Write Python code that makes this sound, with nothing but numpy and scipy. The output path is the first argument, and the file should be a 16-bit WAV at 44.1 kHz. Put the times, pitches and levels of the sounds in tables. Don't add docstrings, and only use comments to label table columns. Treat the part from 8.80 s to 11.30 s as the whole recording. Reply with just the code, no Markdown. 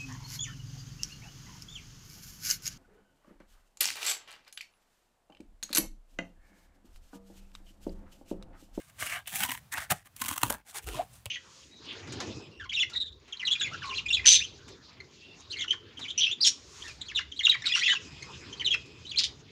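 import sys
import numpy as np
from scipy import signal
from scipy.fft import rfft, irfft, next_fast_len
from scipy.io import wavfile
from scipy.ndimage import map_coordinates

SR = 44100
rng = np.random.default_rng(int(sys.argv[2]) if len(sys.argv) > 2 else 0)


def volts_from_db(level):
    exponent = np.asarray(level, float) / 20
    return 10 ** exponent


def wav_out(sig):
    wavfile.write(sys.argv[1], SR, np.round(np.clip(np.atleast_2d(sig).T, -1, 1) * 32767).astype(np.int16))


N = 110250
TIME = np.arange(N) / SR


def unit(x):
    return x / np.sqrt(np.mean(x ** 2) + 1e-20)


def along(points, hz):
    f, v = np.transpose(points)
    return np.interp(np.log(hz + 1), np.log(f + 1), v)


def filtered(x, response):
    m = next_fast_len(N + SR // 2)
    gain = response(np.fft.rfftfreq(m, 1 / SR))
    gain = gain / np.sqrt(np.mean(abs(gain) ** 2))
    return irfft(rfft(x, m) * gain, m)[:N]


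def coloured(x, spectrum):
    return filtered(x, lambda f: volts_from_db(along(spectrum, f)))


def wobble(rate):
    knots = rng.standard_normal(int(N * rate / SR) + 4)
    return map_coordinates(knots, [TIME * rate])


def grains(spread_db, slow):
    size_db = spread_db * (wobble(2500) + wobble(600) + slow * wobble(120))
    return unit(rng.standard_normal(N) * volts_from_db(size_db))


def strokes(tables, spread_db):
    out = np.zeros((2, N))
    for s, db, dry_db in map(np.transpose, tables):
        for drive, level in zip(out, (db, db + dry_db)):
            drive += volts_from_db(np.interp(TIME, s, level, -200, -200))
    return out * grains(spread_db, slow=0.47)


# f/Hz, level/dB per Hz
ROOM_TONE = [(26, -37), (45, -14), (123, -11), (340, -35), (800, -30), (1300, -32), (5000, -39.5),
             (11000, -41)]


def room_tone():
    level_db = -61.5 + 3.7 * wobble(8.17)
    return volts_from_db(level_db) * coloured(rng.standard_normal(N), ROOM_TONE)


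# t/s, pressure level/dB, dryness level/dB
RUB_STROKES = [
    [(0, -56, -2.5), (.055, -72, 7), (.1, -61.5, 2), (.125, -85, -9), (.18, -66, 7)],
    [(.183, -52, -7), (.2, -40.5, 3.5), (.29, -40, -3), (.335, -34, -7), (.385, -36, -16), (.43, -62, -11)],
    [(.912, -71, 0), (.925, -44.5, 9.5), (.945, -33, -18), (.98, -33, -12.5), (1.04, -46.5, -0.5),
     (1.07, -57, -16)],
    [(1.13, -61, 2), (1.16, -54, 0), (1.23, -66, -5.5)],
    [(1.85, -67.5, -5), (1.88, -51.5, -1), (1.915, -60, 10), (1.925, -67.5, -1), (1.95, -41, -0.5),
     (1.985, -44, 5), (2.005, -50, -26)],
    [(2.045, -71.5, 2), (2.075, -42, -3.5), (2.12, -45, -5.5), (2.165, -41, -7), (2.22, -42.5, -16.5),
     (2.265, -75.5, 7)],
    [(2.285, -88, 14), (2.345, -70, 13.5), (2.435, -86, 12)],
]


def rubs():
    return strokes(RUB_STROKES, spread_db=2.2)


# f/Hz, level/dB per Hz
NAP_SPECTRUM = [(700, -21), (1940, -8), (3300, 0), (4660, -4.5), (9250, 1.5), (10400, -3), (15700, -8)]


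def nap_hiss(drive):
    return coloured(drive, NAP_SPECTRUM)


# [(f/Hz, level/dB)]
SHEET_STATES = [(.22, 11, -5.5, [(220, -9), (650, 1.5), (1150, 0.5), (1600, 2.5), (2150, 0), (2950, 1)]),
                (0.338, 9, -8, [(100, -4), (720, 1.5), (1160, 0), (1650, 5), (2200, 5.5), (2900, 1)]),
                (.48, 3.6, -17, [(140, -21), (700, 3), (1170, -1), (2220, 9.5), (3150, 5)]),
                (0.559, 8.4, -26, [(150, 5), (765, 4.5), (1250, -7.5), (1900, 4.5), (2290, 1), (3080, 4)]),
                (0.628, 8, -33, [(235, -3.5), (820, 6), (1480, 3.5), (2260, 8), (3010, 3)]),
                (.69, 7.5, -32, [(260, -6.5), (1000, 11), (1880, -1.5), (2850, 9)]),
                (0.929, 7.4, 2, [(250, -5.5), (850, 2), (1800, 13.5), (2600, 0)]),
                (1.008, 3.3, -17.5, [(150, -33), (700, -5), (1170, -3.5), (1750, 3.5)]),
                (1.12, 6.3, -1, [(155, -13), (770, 6), (1350, 0.5), (1880, 6)]),
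                (1.45, 10.5, -36, [(242, 5.5), (1060, 11), (1490, 2.5), (1850, 4.5), (3100, -6)]),
                (1.62, 4.4, -10, [(280, 6), (1000, 10.5), (1430, 4), (2330, 2.5), (3110, -7.5)]),
                (1.721, 4.3, -1, [(200, 6.5), (600, 2), (950, 4), (1700, 1)]),
                (1.932, 3.9, -7.5, [(300, -23), (780, 12), (1500, 6.5), (2200, 6.5)]),
                (2.09, 6.4, 5, [(330, 6.5), (450, 9.5), (770, 5.5), (1380, 6), (2900, 0.5)]),
                (2.172, 2.7, -2.5, [(300, 9.5), (650, 8), (1030, 5), (1800, -0.5), (3000, -2)]),
                (2.45, 5, -1.5, [(110, 0), (520, 11), (1100, 4), (3100, 9)])]


def body(sharp, hollow_db, modes):
    hollow_hz, hollow_wide_hz = 460, 450

    def response(f):
        ring = 0
        for k, (hz, db) in enumerate(modes):
            width = hz / (sharp if k else 4)
            mode = 1j * f * width / (hz ** 2 - f * f + 1j * f * width)
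            ring = ring + (-1) ** k * volts_from_db(db) * mode
        off_centre = hollow_hz ** 2 - f * f
        damping = 1j * f * hollow_wide_hz
        return ring * (off_centre + damping * volts_from_db(hollow_db)) / (off_centre + damping)
    return response


def sheet(drive):
    times = [row[0] for row in SHEET_STATES]
    out = np.zeros(N)
    for row, pick in zip(SHEET_STATES, np.eye(len(SHEET_STATES))):
        share = np.interp(TIME, times, pick)
        out += filtered(drive * share, body(*row[1:]))
    return out


# f/Hz, t60/s
WALL_DECAY = [(200, 0.16), (12000, 0.063)]


def walls(x):
    hz, t, z = signal.stft(rng.standard_normal(SR // 3), SR, nperseg=256)
    decay = volts_from_db(-60 * t / along(WALL_DECAY, hz)[:, None])
    tail = signal.istft(z * decay, SR, nperseg=256)[1]
    delayed = np.pad(x, (200, 0))
    return volts_from_db(-15) * signal.fftconvolve(delayed, tail / np.linalg.norm(tail))[:N]


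# t/s, peak level/dB, dryness level/dB
FIBRE_SNAPS = [(0.2241, -0.5, -18), (0.26, -26, 15), (0.3905, -15, -3), (0.483, -7.5, -10),
               (0.557, -11.5, 11), (0.605, -0.5, -1), (0.642, -23, -3), (0.7757, -18.5, 2.5),
               (0.788, -29.5, -10), (0.9728, 1.5, -26), (0.987, -18, -11), (1.004, -8, -7), (1.02, -14, -8),
               (1.024, -10, -11), (1.4491, -11.5, 9), (1.4732, -18, 5), (1.483, -18, 14), (1.5801, -5.5, 9),
               (1.667, -23, 5), (1.725, -18, 16.5), (2.071, -22, 12.5), (2.0879, -7, -2), (2.1478, -18, -3),
               (2.4574, -8.5, 1.5)]


def snaps():
    t60_s = .0045
    out = np.zeros((2, N))
    for s, db, dry_db in FIBRE_SNAPS:
        crack = volts_from_db(-60 * np.clip(TIME - s, 0, 1) / t60_s) * (TIME >= s)
        out += volts_from_db([[db - 17.5], [db - 20 + dry_db]]) * crack
    return out * np.sign(rng.standard_normal(N))


# f/Hz, level/dB per Hz
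FIBRE_SPECTRUM = [(700, -38), (1940, 4.5), (3300, -1), (5140, -7.5), (5560, -3.5), (8280, 0.5), (15700, -2)]


def fibre_hiss(drive):
    return coloured(drive, FIBRE_SPECTRUM)


def shake(drive):
    hz = 90
    return volts_from_db(-20.5) * filtered(drive, lambda f: (1j * f * hz / (hz ** 2 - f * f + 1j * f * hz)) ** 3)


# t/s at which full force is reached, level/dB, length of the hold/s, dryness level/dB
FLUTE_CRUNCHES = [(0.474, -41, 0.0039, 0.5), (0.553, -44, 0.019, 11), (0.604, -34, 0.023, -3),
                  (0.634, -25.5, 0.0066, -0.5), (0.645, -33, 0.0041, -17), (0.691, -34, 0.0069, -3),
                  (0.706, -32.5, 0.001, 2), (0.716, -30, 0.0045, -2.5), (0.747, -39.5, 0.005, -4.5),
                  (0.926, -39, 0.0089, -2.5), (.938, -27, 0.0016, -6), (0.979, -24.5, 0.0047, -17),
                  (.321, -35.5, 0.0029, -23), (1.095, -51, 0.0034, -12), (1.106, -26, 0.0073, 2.5),
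                  (1.1185, -22.5, 0.0038, -2), (1.127, -38, 0.0018, -16), (1.259, -55.5, 0.017, -1),
                  (1.365, -56.5, 0.0025, 15.5), (1.417, -32, 0.004, 5.5), (1.44, -45.5, 0.0036, 10.5),
                  (1.46, -43, 0.0056, 11), (1.485, -33.5, 0.0058, 6), (1.511, -31, 0.0028, -0.5),
                  (1.528, -44, 0.013, 6.5), (1.561, -40.5, 0.0051, 2), (1.578, -33, 0.0017, 1.5),
                  (1.616, -43.5, 0.0026, 6.5), (1.632, -17, 0.002, -1.5), (1.701, -25, 0.0047, 0),
                  (1.742, -40, 0.0074, -9), (2.029, -58.5, 0.018, 6), (2.459, -39, 0.004, -30)]


def crunches():
    out = np.zeros((2, N))
    grit = grains(2.3, slow=0)
    for s, db, length, dry_db in FLUTE_CRUNCHES:
        t = TIME - s
        rise = np.clip(t / (1.3 * length) + 1, 0, 1) ** 2
        shape = rise * np.exp(-np.clip(t - length, 0, 1) / .0018)
        burst = shape * grit
        even = np.linalg.norm(shape) / np.linalg.norm(burst)
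        out += volts_from_db([[db], [db + dry_db]]) * burst * even
    return out


# t/s, level/dB, f/Hz, t60/s
FLEX_THUMPS = [(1.108, -31, 82, 0.11), (1.118, -25, 158, 0.044), (1.128, -26.5, 112, 0.03),
               (0.331, -57, 90, 0.1), (1.502, -42, 97, 0.099), (1.633, -29, 112, 0.12),
               (1.658, -40.5, 60, 0.21), (1.696, -42, 51.5, 0.29), (2.041, -34.5, 44.4, 0.35),
               (2.072, -31, 46.3, 0.25), (2.149, -37.5, 128, 0.12), (2.461, -37.5, 102, 0.13),
               (.61, -38.5, 202, 0.15), (.637, -47, 254, 0.17), (0.689, -40, 260, 0.13),
               (1.412, -40, 240.4, 0.11), (1.513, -37.5, 257, 0.049), (.651, -30, 979, 0.064),
               (.691, -27, 984, 0.026), (0.716, -38.5, 1017, 0.081), (.749, -42.5, 924, 0.043),
               (1.419, -42, 1078, 0.079), (1.512, -32, 1010, .04), (1.633, -31, 960, 0.1),
               (1.113, -24.5, 1254, 0.041)]


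def thumps():
    rise_s = 0.00087
    out = np.zeros(N)
    for s, db, hz, t60 in FLEX_THUMPS:
        t = np.clip(TIME - s, 0, 9)
        swell = volts_from_db(db - 60 * t / t60) * (1 - np.exp(-t / rise_s))
        out += swell * np.sin(2 * np.pi * hz * t + .5 * wobble(39.94))
    return out


# t/s, pressure level/dB, dryness level/dB
CUT_STROKES = [
    [(.455, -56, -15), (.475, -51.5, 8.5), (.54, -37.5, -2.5), (.6, -44.5, 9), (.66, -39.5, 2.5),
     (.685, -47, -3), (.73, -52.5, 12.5), (.765, -53.5, 4.5), (.795, -73, 14)],
    [(1.36, -72, 11), (1.41, -49.5, 7), (1.47, -60, 5.5), (1.5, -41.5, 3.5), (1.545, -55.5, 4.5),
     (1.59, -57.5, 8), (1.65, -37.5, -4), (1.74, -42.5, -2), (1.82, -63, -18)],
]


def cuts():
    return strokes(CUT_STROKES, spread_db=3.6)


# centre t/s, level/dB, f/Hz, width/s
BEND_CREAKS = [
    (2.179, -38, 620, .005),
    (2.199, -21.5, 690, .004),
    (2.21, -29, 760, .0035),
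    (2.09, -34, 450, .003),
    (2.149, -38, 1030, .004),
]


def creaks():
    glide = 1800
    out = np.zeros(N)
    for s, db, hz, width in BEND_CREAKS:
        t = TIME - s
        swell = volts_from_db(db) * np.exp(-.5 * (t / width) ** 2)
        out += swell * np.sin(2 * np.pi * (hz + glide * t / 2) * t + .5 * wobble(150))
    return out


def scene():
    rub = rubs()
    tear = snaps() + crunches() + cuts()
    card = sheet(rub[0] + tear[0]) + nap_hiss(rub[1]) + fibre_hiss(tear[1])
    card += shake(tear[0]) + thumps() + creaks()
    return (room_tone() + card + walls(card))[None]


def roll_off(x):
    return signal.sosfilt(signal.butter(12, 17110, fs=SR, output="sos"), x)


def record(dry):
    top_hz, low_hz = 15600, 42
    soft = signal.sosfilt(signal.butter(36, top_hz, fs=SR, output="sos"), dry)
    mix = signal.sosfilt(signal.butter(5, low_hz, "high", fs=SR, output="sos"), soft)
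    return roll_off(mix)


dry = scene()
out = record(dry)
wav_out(out)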